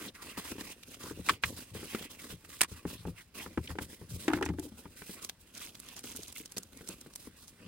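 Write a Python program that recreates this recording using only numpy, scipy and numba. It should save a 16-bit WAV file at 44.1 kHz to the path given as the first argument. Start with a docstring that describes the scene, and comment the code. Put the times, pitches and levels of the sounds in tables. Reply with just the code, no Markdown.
"""Inside a parked van, heard from behind the seats, bubble foil is slid, bent and pressed on a side window.
Its skin hisses and its bubbles rasp as it slides; fingers make it crackle and its edge squeaks.
Bending it pops the padding, snaps its creases and pushes the air in the cab. The sheet flaps, and hands
knock it onto the door panel. The padded cab adds only a few short echoes; the outside hums faintly."""
import sys
import numpy as np
from scipy import signal
from scipy.fft import rfft, irfft, next_fast_len
from scipy.io import wavfile
from scipy.ndimage import uniform_filter1d, map_coordinates
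from numba import njit

SR = 44100
rng = np.random.default_rng(int(sys.argv[2]) if len(sys.argv) > 2 else 0)


def transcribe(u):
    """Save the signal u as a 16-bit wav file named by the first command-line argument.

    u: samples, shape (n,) or (channels, n), limited to [-1, 1]; the rate is SR.
    q: integer samples, one column per channel.
    """
    v = np.clip(np.atleast_2d(u).T, -1, 1)
    q = np.round(v * 32767).astype(np.int16)
    wavfile.write(sys.argv[1], SR, q)


N = 338247
T = np.arange(N) / SR
HIT_T = T[:SR // 5]  # the clock of one hit, in seconds


def undb(db):
    """Turn decibels into a gain to multiply by."""
    return 10 ** (np.asarray(db) / 20)


def unit(x):
    """Scale a sound to an average power of 1."""
    return x / np.sqrt(np.mean(x ** 2))


def fader(points):
    """Join (time, level) points into a gain for every sample."""
    return undb(np.interp(T, *np.transpose(points)))


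def along(points, hz):
    """Read between (pitch, value) points, with octaves evenly spaced."""
    pitches, values = np.transpose(points)
    return np.interp(np.log(hz + 1), np.log(pitches), values)


def colour(x, points):
    """Give a sound the tone drawn by (pitch, level) points."""
    size = 4096
    cepstrum = irfft(np.log(undb(along(points, np.fft.rfftfreq(size, 1 / SR)))))
    cepstrum[1:size // 2] *= 2
    cepstrum[size // 2 + 1:] = 0  # so nothing rings before the sound starts
    response = irfft(np.exp(rfft(cepstrum)))
    return signal.oaconvolve(x, response[None], axes=-1)[:, :x.shape[-1]]


def resonate(x, hz, q):
    """Keep the sound near one pitch; a higher q rings more sharply."""
    return signal.lfilter(*signal.iirpeak(min(hz, .3 * SR), max(q, 1), fs=SR), x)


@njit
def sweep(pair, hz, q):
    """Keep the sound near a pitch that moves."""
    out = np.zeros(pair.shape)
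    for c in range(2):
        band, low = 0., 0.
        for i in range(len(hz)):
            g = np.tan(np.pi * min(hz[i] / SR, .4))
            v = (band + g * (pair[c, i] - low)) / (1 + g * (g + 1 / q))
            band, low, out[c, i] = 2 * v - band, low + 2 * g * v, v / q
    return out


# sound that the two microphone openings do not share: (pitch [Hz], level [dB])
UNSHARED = [(100, -33.5), (400, -12), (1400, -9.5), (4000, -0.5), (15000, -1)]
def stereo(pair, lag_samples=2):
    """Row 0 reaches both sides and row 1 sets them apart; the left hears a little later."""
    hz = np.fft.rfftfreq(pair.shape[-1], 1 / SR)
    apart = irfft(rfft(pair[1]) * undb(along(UNSHARED, hz)), pair.shape[-1])
    left = np.pad(pair[0] + apart, (lag_samples, 0))[:-lag_samples]
    return np.array([left, pair[0] - apart])


def wander(per_s):
    """A smooth random wobble, about 1 in size."""
    hold = int(SR / per_s)
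    steps = np.repeat(rng.standard_normal(N // hold + 1), hold)
    return 0.97 * uniform_filter1d(uniform_filter1d(steps, hold), hold)[:N]


def burst(decay_s, tail_db, tail_s, even=0.071):
    """One click scattered by glass and seats, with a weak tail; even (0-1) flattens its tone."""
    t = HIT_T[:SR // 10]
    shape = np.exp(-t / decay_s) + undb(tail_db) * np.exp(-t / tail_s)
    spectrum = rfft(rng.standard_normal((2, len(t))) * shape)
    wave = irfft(spectrum / np.abs(spectrum) ** even, len(t))
    return stereo(wave) * (1 - t / t[-1]) ** 2


def ring(tones, rise_s, stretch=1):
    """Tones swell, then fall 60 dB in their ring time; each struck spot sounds a little different."""
    wave = 0
    for hz, db, ring_s in tones:
        detune, extra_db = rng.standard_normal(2)
        phase = 2 * np.pi * hz * stretch * (1 + 0.025 * detune) * HIT_T
        wave = wave + undb(db + extra_db) * np.sin(phase) * np.exp(-np.log(1000) * HIT_T / ring_s)
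    return np.array([wave, wave]) * (1 - np.exp(-HIT_T / rise_s)) * np.cos(np.pi / 2 * HIT_T / HIT_T[-1])


def add(out, s, db, hit):
    """Mix a hit in at time s; db is its energy spread over a hundredth of a second."""
    start = int(s * SR)
    hit = hit * undb(db) / np.sqrt(np.sum(hit ** 2) / 2 / (SR / 100))
    out[:, start:start + hit.shape[1]] += hit[:, :N - start]


def slips(per_s, spread_db):
    """Tiny clicks at random moments, many weak and a few strong."""
    clicks = np.zeros(N)
    at = rng.integers(0, N, int(per_s * N / SR))
    signs = rng.choice([-1, 1], len(at))
    clicks[at] = signs * undb(spread_db * np.minimum(rng.exponential(size=len(at)), 4.5))
    return clicks


def drive(clicks, response):
    """Every click sets off the same stereo sound."""
    return signal.oaconvolve(clicks[None], response, axes=-1)[:, :N]


def grains(per_s, spread_db, smear_s, places=3):
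    """Slips from several places on the sheet, each with its own short echoes."""
    return sum(drive(slips(per_s / places, spread_db), burst(smear_s, -16.5, 0.015, even=0.78))
               for _ in range(places))


def shifting(x, depth_db, per_s, per_octave):
    """As the sheet changes shape, some pitches swell and others fade."""
    hz, s, frames = signal.stft(x, SR, nperseg=512)
    patches = rng.standard_normal((64, 512))
    place = np.meshgrid(per_octave * np.log2(1 + hz / 500), per_s * s, indexing="ij")
    swell = undb(depth_db * map_coordinates(patches, place, order=2, mode="mirror"))
    return signal.istft(frames * swell, SR)[1][:, :N]


def shove(start, length, rise_s, fade_s, sag_db_per_s=0):
    """Gain of one movement: it gathers speed, may ease a little and dies away."""
    t = np.maximum(T - start, 0)
    rise = np.sin(np.pi / 2 * np.minimum(t / rise_s, 1)) ** 2
    return rise * undb(-sag_db_per_s * t) * np.exp(-np.maximum(t - length, 0) / fade_s)


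# light rubbing of the held sheet: (time [s], level [dB])
LIGHT_RUBBING = [(.12, -73), (.2, -61), (.55, -58.5), (.8, -64.5), (1.0, -61.5), (1.2, -59), (1.355, -71),
                 (1.42, -78), (1.48, -55.5), (2.15, -71.5), (2.4, -64), (2.55, -56.5), (2.665, -79),
                 (2.74, -66), (3.0, -63.5), (3.22, -69.5), (3.3, -73), (3.48, -61.5), (4.05, -63.5),
                 (4.4, -64), (4.55, -67), (4.65, -64), (5.0, -61.5), (5.28, -58.5), (5.36, -70.5),
                 (5.55, -63), (5.9, -62.5), (6.7, -62.5), (7.0, -61.5), (7.4, -67), (7.665, -67)]
# shoves of the sheet: (start [s], length [s], hiss [dB], rasp [dB], crumple [dB])
SHOVES = [(-0.02, 0.1, -48.5, -46, -46), (0.131, 0.027, -55, -54, -62), (0.206, 0.11, -50, -49, -53),
          (0.36, 0.038, -45.5, -42, -68), (0.432, 0.09, -46, -45, -49.5), (0.565, 0.16, -52, -50.5, -55),
          (0.861, 0.089, -54, -57.5, -54.5), (0.984, 0.13, -50.5, -49.5, -50.5),
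          (1.142, 0.054, -59, -66, -53), (1.237, 0.089, -44.5, -45, -52.5), (1.312, 0.03, -57, -46.5, -41),
          (1.417, 0.06, -42.5, -46, -47.5), (1.458, 0.054, -52, -66, -48.5),
          (1.554, 0.069, -46.5, -48, -52.5), (1.728, 0.13, -49, -50.5, -49),
          (1.853, 0.12, -50.5, -51.5, -69), (1.912, 0.14, -49, -49.5, -50.5),
          (2.084, 0.074, -52, -52.5, -58), (2.173, 0.098, -52.5, -53.5, -54),
          (2.277, 0.045, -46, -46.5, -57), (2.475, 0.14, -51.5, -56.5, -76), (2.669, 0.12, -55, -56.5, -61),
          (2.855, 0.087, -47, -47.5, -50.5), (2.97, 0.076, -62, -68, -71), (3.055, 0.035, -52.5, -53, -40),
          (3.153, 0.066, -56, -61.5, -88), (3.334, 0.13, -48, -48, -53), (3.48, 0.049, -65, -58, -51),
          (3.62, 0.031, -50.5, -57, -52), (3.676, 0.04, -51, -45.5, -46.5), (3.795, 0.035, -45, -49.5, -45),
          (3.877, 0.069, -53.5, -59.5, -60.5), (4.082, 0.082, -48.5, -59.5, -50),
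          (4.171, 0.1, -47.5, -51, -47.5), (4.31, 0.065, -51, -50, -40), (4.609, 0.044, -49.5, -60, -50.5),
          (4.766, 0.031, -54, -57, -56), (4.951, 0.17, -53, -60, -77), (5.052, 0.094, -50.5, -54.5, -65),
          (5.15, 0.05, -61, -53.5, -57.5), (5.206, 0.041, -48, -52, -76), (5.395, 0.017, -50.5, -72, -75),
          (5.53, 0.16, -51, -52, -60.5), (5.81, 0.13, -57.5, -55, -63.5), (5.952, 0.025, -49.5, -46.5, -75),
          (6.028, 0.085, -49, -54, -53.5), (6.132, 0.17, -57, -62.5, -62), (6.333, 0.084, -55, -66, -62),
          (6.709, 0.11, -59.5, -61.5, -57), (6.881, 0.048, -54, -48.5, -51.5),
          (7.168, 0.1, -52.5, -60.5, -62), (7.354, 0.1, -58, -62, -74), (7.463, 0.025, -51, -57, -82),
          (7.58, 0.11, -68, -58, -50.5)]
def handling():
    """Gains of hiss, rasp and crumple: each shove drives all three, on top of the light rubbing."""
    power = np.outer(undb([0, -2, -1.5]), fader(LIGHT_RUBBING)) ** 2
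    for start, length, *levels_db in SHOVES:
        effort = shove(start, length, rise_s=0.026, fade_s=0.017, sag_db_per_s=1.5)
        power += np.outer(undb(levels_db), effort) ** 2
    return np.sqrt(power)


# tone of the sliding skin: (pitch [Hz], level [dB])
HISS_TONE = [(1500, -29.5), (3200, -4), (5000, -2.5), (6800, -2.5), (8700, 0.5), (11000, -2.5), (15500, -5)]
def skin_hiss(grip):
    """The foil's skin slides in thousands of tiny slips that blur into a hiss."""
    hiss = colour(grains(4500, 2.6, 0.00063), HISS_TONE)
    return unit(grip * shifting(hiss, depth_db=1, per_s=14, per_octave=4.95))


# tone of the dragging bubbles: (pitch [Hz], level [dB])
RASP_TONE = [(400, -4), (600, -4.5), (760, -3.5), (1050, 0.5), (1600, -3), (2400, -2), (3500, -4),
             (5500, -14), (10000, -24.5)]
def bubble_rasp(grip):
    """Bubbles rasp over trim and glass; the rubbing patch rings higher or lower as it shrinks and grows."""
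    rasp = colour(grains(2000, 3.5, 0.0025), RASP_TONE)
    rasp = shifting(rasp, depth_db=4, per_s=19, per_octave=4.146)
    patch_hz = 1950 * 2 ** (wander(11) / 2)
    patch = sweep(rasp.copy(), patch_hz, q=2.8)
    return undb(-2.5) * unit(grip * (rasp + undb(-7) * patch))


# tone of the buckling padding: (pitch [Hz], level [dB])
CRUMPLE_TONE = [(80, -15.5), (170, -1), (240, 5), (380, 0), (520, -1), (750, -18.5), (1500, -40.5)]
def padding_crumple():
    """The bubble layer buckles in dull little pops."""
    return undb(-1.5) * unit(colour(grains(350, 3.8, 0.002), CRUMPLE_TONE))


# deep tones of the air in the cab: (pitch [Hz], level [dB], ring time [s])
AIR_TONES = [(51.7, -12.5, .15), (80.5, 5, 0.21), (109.2, 6, 0.13), (172.5, 3, 0.14)]
# broad sways of the sheet: (start [s], length [s], level [dB])
SHEET_SWAYS = [(1.458, 0.17, -52), (1.7, 0.096, -45.5), (2.293, 0.06, -46.5), (2.89, 0.16, -51.5),
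               (3.056, 0.034, -36.5), (3.564, 0.033, -36), (3.803, 0.044, -46), (4.085, 0.063, -36.5),
               (4.43, 0.14, -43.5), (7.634, .07, -46)]
def air_rumble(crumple_gain):
    """Broad sways pump the air in the cab, and any bending moves it a little too."""
    sway_gain = sum(undb(db) * shove(start, length, rise_s=0.03, fade_s=0.034)
                    for start, length, db in SHEET_SWAYS)
    rumble = unit(drive(slips(600, 1.3), ring(AIR_TONES, rise_s=0.024)))
    return undb(-3) * rumble * np.hypot(sway_gain, undb(-7.5) * crumple_gain)


# fingers working the edge of the sheet: (time [s], level [dB])
FINGERING = [(0, -60), (1.1, -54.5), (3.2, -64), (5.4, -67), (5.6, -49.5), (6.1, -51), (6.45, -45.5),
             (6.7, -73), (6.92, -53), (7.4, -87)]
def finger_crackle(hiss_gain):
    """Single bubbles tick under the fingers; each size has its own pitch and comes in flurries."""
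    ticks = 0
    for hz in np.geomspace(2200, 12500, 9):
        flurries = slips(70, 2.6) * undb(4 * wander(25))
        tick = unit(resonate(burst(0.0012, -18, 0.005), hz, q=4))
        ticks = ticks + drive(flurries, tick)
    moving = np.minimum(hiss_gain / undb(-53), 1) ** 2  # a sheet at rest is silent
    return unit(ticks) * fader(FINGERING) * moving


# tone of the world outside: (pitch [Hz], level [dB])
HUM_TONE = [(25, -0.5), (70, 2.5), (200, -5), (700, -20), (2000, -21.5), (5000, -26), (15500, -50.5)]
def outside_hum():
    """A faint, low noise from outside enters the cab."""
    return undb(-63.5) * unit(colour(stereo(rng.standard_normal((2, N))), HUM_TONE))


# squeaks of an edge: (middle [s], half length [s], pitch [Hz], glide [octaves/s], level [dB])
SQUEAKS = [(0.088, 0.018, 3660, -7, -46), (0.159, 0.018, 1870, -6, -52.5), (0.213, 0.068, 1300, 1, -54),
           (0.326, 0.22, 1930, 0.5, -56), (0.838, 0.0099, 3220, 0, -55), (1.94, 0.086, 2080, -4, -49.5),
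           (2.052, 0.054, 2200, 3, -53.5), (2.198, 0.017, 2180, -3, -52), (2.77, 0.04, 1750, -4, -61),
           (2.99, 0.06, 3670, 5, -58), (3.194, 0.046, 2100, -7, -52), (3.401, 0.039, 2210, -0.5, -46.5),
           (3.677, 0.005, 2820, -2, -37.5)]
def edge_squeaks():
    """An edge sticks and slips quickly, ringing a patch of foil whose pitch glides as the edge travels."""
    out = np.zeros((2, N))
    stutter = grains(3200, 2.0, 0.00073, places=1)
    for s, half_s, hz, glide, db in SQUEAKS:
        start, stop = (int(np.clip(t * SR, 0, N)) for t in (s - half_s, s + half_s))
        pitch = hz * 2 ** (glide * (T[start:stop] - s))
        squeak = sweep(sweep(stutter[:, start:stop].copy(), pitch, q=2.3), pitch, q=2.3)
        out[:, start:stop] += undb(db) * unit(squeak) * np.hanning(stop - start)
    return out


# tone of a tick in the foil: (pitch [Hz], level [dB])
TICK_TONE = [(400, 3), (2800, -2), (11000, -1.5), (15500, -4)]
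# small creases in the skin: (time [s], level [dB], pitch [Hz])
CREASES = [(0.151, -55.5, 3480), (0.224, -50, 2500), (0.376, -46.5, 3000), (0.6085, -45.5, 4500),
           (0.833, -49.5, 3200), (0.943, -49.5, 2800), (1.037, -50, 7000), (2.0251, -46, 2170),
           (2.4483, -52.5, 1480), (4.455, -42, 6800), (4.596, -44.5, 8350), (5.226, -48, 7500),
           (5.247, -39, 7340), (5.2955, -38, 3170), (5.578, -46.5, 6000), (5.752, -48.5, 4000),
           (5.8, -45.5, 9150), (5.887, -48.5, 4940), (5.965, -47.5, 6000), (5.9917, -46, 8000),
           (6.039, -46.5, 5300), (6.1226, -51, 6030), (6.162, -42, 8900), (6.17, -43, 11000),
           (6.2326, -45, 6500), (6.281, -47, 8100), (6.325, -47.5, 8000), (6.381, -45.5, 8500),
           (6.458, -46, 6060), (6.52, -47, 8550), (6.5704, -39.5, 4970), (6.581, -35, 7600),
           (6.632, -48.5, 7300), (6.773, -52, 7500), (6.875, -48, 6000), (6.8883, -39, 8100),
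           (7.012, -48.5, 7400), (7.1367, -54, 5500), (7.1584, -41, 8500), (7.48, -52.5, 7000)]
def crease_ticks():
    """Each small crease gives way in two steps, a weak tick and then a strong one."""
    out = np.zeros((2, N))
    for s, db, hz in CREASES:
        for when, step_db in ((s - .005, db - 10), (s, db)):
            tick = colour(burst(0.003, -19, 0.0085), TICK_TONE)
            add(out, when, step_db, tick + 2.9 * resonate(tick, hz, q=1.5))
    return out


# tone of a touch on the sheet: (pitch [Hz], level [dB])
CLACK_TONE = [(300, -7), (620, -9), (850, 1.5), (1100, -5.5), (1550, -4.5), (2100, -5.5), (3000, -7),
              (4500, -9), (9000, 8.5), (15500, -8.5)]
def hollow_clack(hz):
    """A touch rings the pocket under the sheet; the lower it rings, the duller it sounds."""
    treble_cut = signal.butter(3, min(1.8 * hz, SR / 4), fs=SR, output="sos")
    clack = signal.sosfilt(treble_cut, colour(burst(0.0057, -20, 0.012), CLACK_TONE))
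    return clack + 0.89 * resonate(clack, hz, q=3.8)


# tones of the tight sheet: (pitch [Hz], level [dB], ring time [s])
SHEET_TONES = [(203, -8, 0.045), (300, 5, 0.025), (399.6, -0.5, 0.04)]
# tone of the loose sheet fluttering on: (pitch [Hz], level [dB])
FLUTTER_TONE = [(80, -25.5), (180, 1.5), (330, 0), (450, -5.5), (650, -23.5), (1500, -58)]
# soft flaps and pats: (time [s], air boom [dB], sheet [dB], clack [dB])
PATS = [(0.376, -54, -33.5, -46), (0.519, -49, -37.5, -50), (0.554, -58, -45, -64),
        (0.583, -63, -40.5, -51), (0.6106, -71, -39, -46.5), (1.04, -55, -43.5, -59),
        (1.11, -43, -39.5, -52), (1.1742, -56, -43, -68), (1.193, -41, -38, -63), (1.302, -43, -36, -53),
        (1.441, -37, -54, -63), (1.7506, -52, -38, -52), (1.83, -59, -40, -52), (1.947, -58, -30.5, -45.5),
        (2.3256, -44, -40, -72), (2.63, -70, -43, -70), (2.716, -39.5, -47, -76), (2.852, -38.5, -29, -44),
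        (3.052, -35.5, -40, -45.5), (3.08, -40.5, -39, -52), (3.461, -45.5, -38, -45),
        (3.575, -36, -25.5, -35.5), (3.704, -35, -49, -45.5), (3.754, -55, -40, -53),
        (3.786, -57, -34.5, -35), (3.811, -39.5, -42, -55), (3.93, -70, -48, -58), (4.014, -43, -42, -57.5),
        (4.855, -49, -42, -50), (5.019, -63, -46, -48), (5.0942, -71, -40.5, -57),
        (6.042, -70, -44.5, -52.5), (6.15, -58, -46.5, -56), (6.19, -57, -42.5, -76),
        (6.403, -68, -46.5, -65), (6.568, -72, -38, -47), (6.809, -60, -46, -55), (6.893, -65, -41, -70),
        (7.062, -71, -43, -59), (7.272, -50, -41, -56)]
def sheet_flaps():
    """A soft flap thumps the air, rings the sheet and lands with a clack."""
    out = np.zeros((2, N))
    for s, boom_db, sheet_db, clack_db in PATS:
        clack_hz = 1310 * 2 ** ((-52 - boom_db) / 36.5)  # heavier pats land duller
        add(out, s, boom_db, ring(AIR_TONES, rise_s=0.0036))
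        add(out, s, sheet_db - 5.5, ring(SHEET_TONES, rise_s=0.0011))
        add(out, s, sheet_db - 5, colour(burst(0.017, -27, 0.033), FLUTTER_TONE))
        add(out, s, clack_db, hollow_clack(clack_hz))
    return out


# tones of a flipping fold: (pitch [Hz], level [dB], ring time [s])
FOLD_TONES = [(1035, -6, 0.019), (1555, -4.5, 0.018), (2365, 2, 0.028), (3610, -9.5, 0.038)]
# tone of its pop: (pitch [Hz], level [dB])
POP_TONE = [(100, -41), (330, -12.5), (650, -18.5), (1050, 1.5), (1400, 1), (1850, 0.5), (2350, -3),
            (3000, -3.5), (4100, -10), (6000, -15), (14000, -41.5)]
# tone of its crack: (pitch [Hz], level [dB])
CRACK_TONE = [(700, -14), (1500, -15), (3800, -12.5), (5300, -13), (6600, -12.5), (8000, -7.5),
              (9300, -3.5), (10800, -15), (15500, -19.5)]
# stiff folds snapping over: (time [s], pop [dB], pop pitch [Hz], crack [dB])
FOLD_FLIPS = [(1.2876, -26.5, 2200, -39), (1.2938, -20, 1150, -34.5), (1.3, -32.5, 1800, -46.5),
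              (1.4361, -24, 2300, -52), (1.444, -38, 1850, -56), (1.9483, -38.5, 1350, -52),
              (2.6087, -27.5, 2700, -29), (2.6145, -31, 1700, -19.5), (2.629, -35.5, 700, -43.5),
              (2.634, -38.5, 1900, -33), (2.645, -41.5, 1100, -45.5)]
def fold_snaps():
    """A stiff fold flips with a bright crack and a ringing pop, pitched by the size of the patch."""
    out = np.zeros((2, N))
    for s, pop_db, pop_hz, crack_db in FOLD_FLIPS:
        pop = unit(colour(burst(0.0058, -21, 0.015), POP_TONE))
        pop = pop + undb(-6.5) * unit(ring(FOLD_TONES, rise_s=0.0004)[:, :pop.shape[1]])
        add(out, s, pop_db, pop + 1.2 * resonate(pop, pop_hz, q=5))
        add(out, s, crack_db, colour(burst(0.0026, -14, 0.011), CRACK_TONE))
    return out


# tones of the door panel: (pitch [Hz], level [dB], ring time [s])
PANEL_TONES = [(184, -9, 0.062), (279, -5, 0.28), (301, 11, 0.098), (352, 3, 0.13), (406, -5.5, 0.086),
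               (642, -6.5, 0.07), (838, -11.5, 0.09)]
# firm presses: (time [s], air boom [dB], panel [dB], panel pitch [Hz], clack [dB], clack pitch [Hz])
PRESSES = [(4.2804, -58, -22, 313.5, -29.5, 1640), (4.3001, -43, -42, 332, -37, 950),
           (4.3146, -51, -43, 304, -39.5, 1150), (4.334, -36, -25, 298.5, -28.5, 1510),
           (4.352, -48, -41, 327, -52, 1000), (4.374, -41, -37, 332, -44, 1250),
           (4.385, -45, -40, 300, -45.5, 1320), (4.411, -66, -28, 379, -37, 560),
           (4.4256, -47, -35, 297, -31.5, 1620), (4.461, -37, -36.5, 313, -37, 1850),
           (4.489, -37, -30, 313, -43.5, 1950), (4.5, -33, -32.5, 184, -47, 1020),
           (4.537, -46, -39, 286, -57, 1140), (4.585, -43, -32, 308, -49.5, 1600),
           (4.625, -53, -46, 328, -62, 800), (4.663, -53, -44.5, 304, -64, 795),
           (4.719, -49, -46, 220, -66, 497)]
def door_knocks(usual_panel_hz=305.7, slip_gap_s=0.008):
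    """Hands press the sheet onto the door: the air booms, the panel rings and the squeezed foil ticks."""
    out = np.zeros((2, N))
    for s, boom_db, panel_db, panel_hz, clack_db, clack_hz in PRESSES:
        stretch = panel_hz / usual_panel_hz  # tension sets the pitch
        add(out, s, boom_db, ring(AIR_TONES, rise_s=0.0036))
        add(out, s, panel_db, ring(PANEL_TONES, rise_s=0.003, stretch=stretch))
        add(out, s, clack_db, hollow_clack(clack_hz))
        add(out, s, clack_db - 17, colour(burst(0.0045, -20, 0.0085), TICK_TONE))
        for slip, (late, octaves) in enumerate(rng.random((2, 2)), 1):  # the hand slips twice, weakly
            slip_hz = clack_hz * 2 ** (octaves - .5)
            add(out, s + (slip + late) * slip_gap_s, clack_db - 18, hollow_clack(slip_hz))
    return out


def scene():
    """All the handling of the sheet in the quiet cab."""
    hiss_gain, rasp_gain, crumple_gain = handling()
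    grip = undb(2.75 * wander(110))  # skin and bubbles catch and slip together
    sliding = skin_hiss(grip) * hiss_gain + bubble_rasp(grip) * rasp_gain
    edges = edge_squeaks() + finger_crackle(hiss_gain)
    bending = padding_crumple() * crumple_gain + air_rumble(crumple_gain)
    hits = fold_snaps() + crease_ticks() + door_knocks() + sheet_flaps()
    return sliding + edges + bending + hits + outside_hum()


# how the microphone leans to one side: (pitch [Hz], left minus right [dB])
LEAN = [(100, 3), (380, 3), (1290, -0.5), (2380, -3.5), (4400, -0.5), (8120, -4.5), (15000, 0.5)]
def record(dry, bottom_hz=36, top_hz=16100):
    """Each side of the microphone has its own tone; the deepest bass and highest treble are cut."""
    size = next_fast_len(N + SR)
    lean_db = along(LEAN, np.fft.rfftfreq(size, 1 / SR))
    heard = irfft(rfft(dry, size) * undb(np.array([lean_db, -lean_db]) / 2), size)[:, :N]
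    heard = signal.sosfilt(signal.butter(2, bottom_hz, "high", fs=SR, output="sos"), heard)
    return signal.sosfilt(signal.ellip(10, .2, 70, top_hz, fs=SR, output="sos"), heard)


dry = scene()
out = record(dry)
transcribe(out)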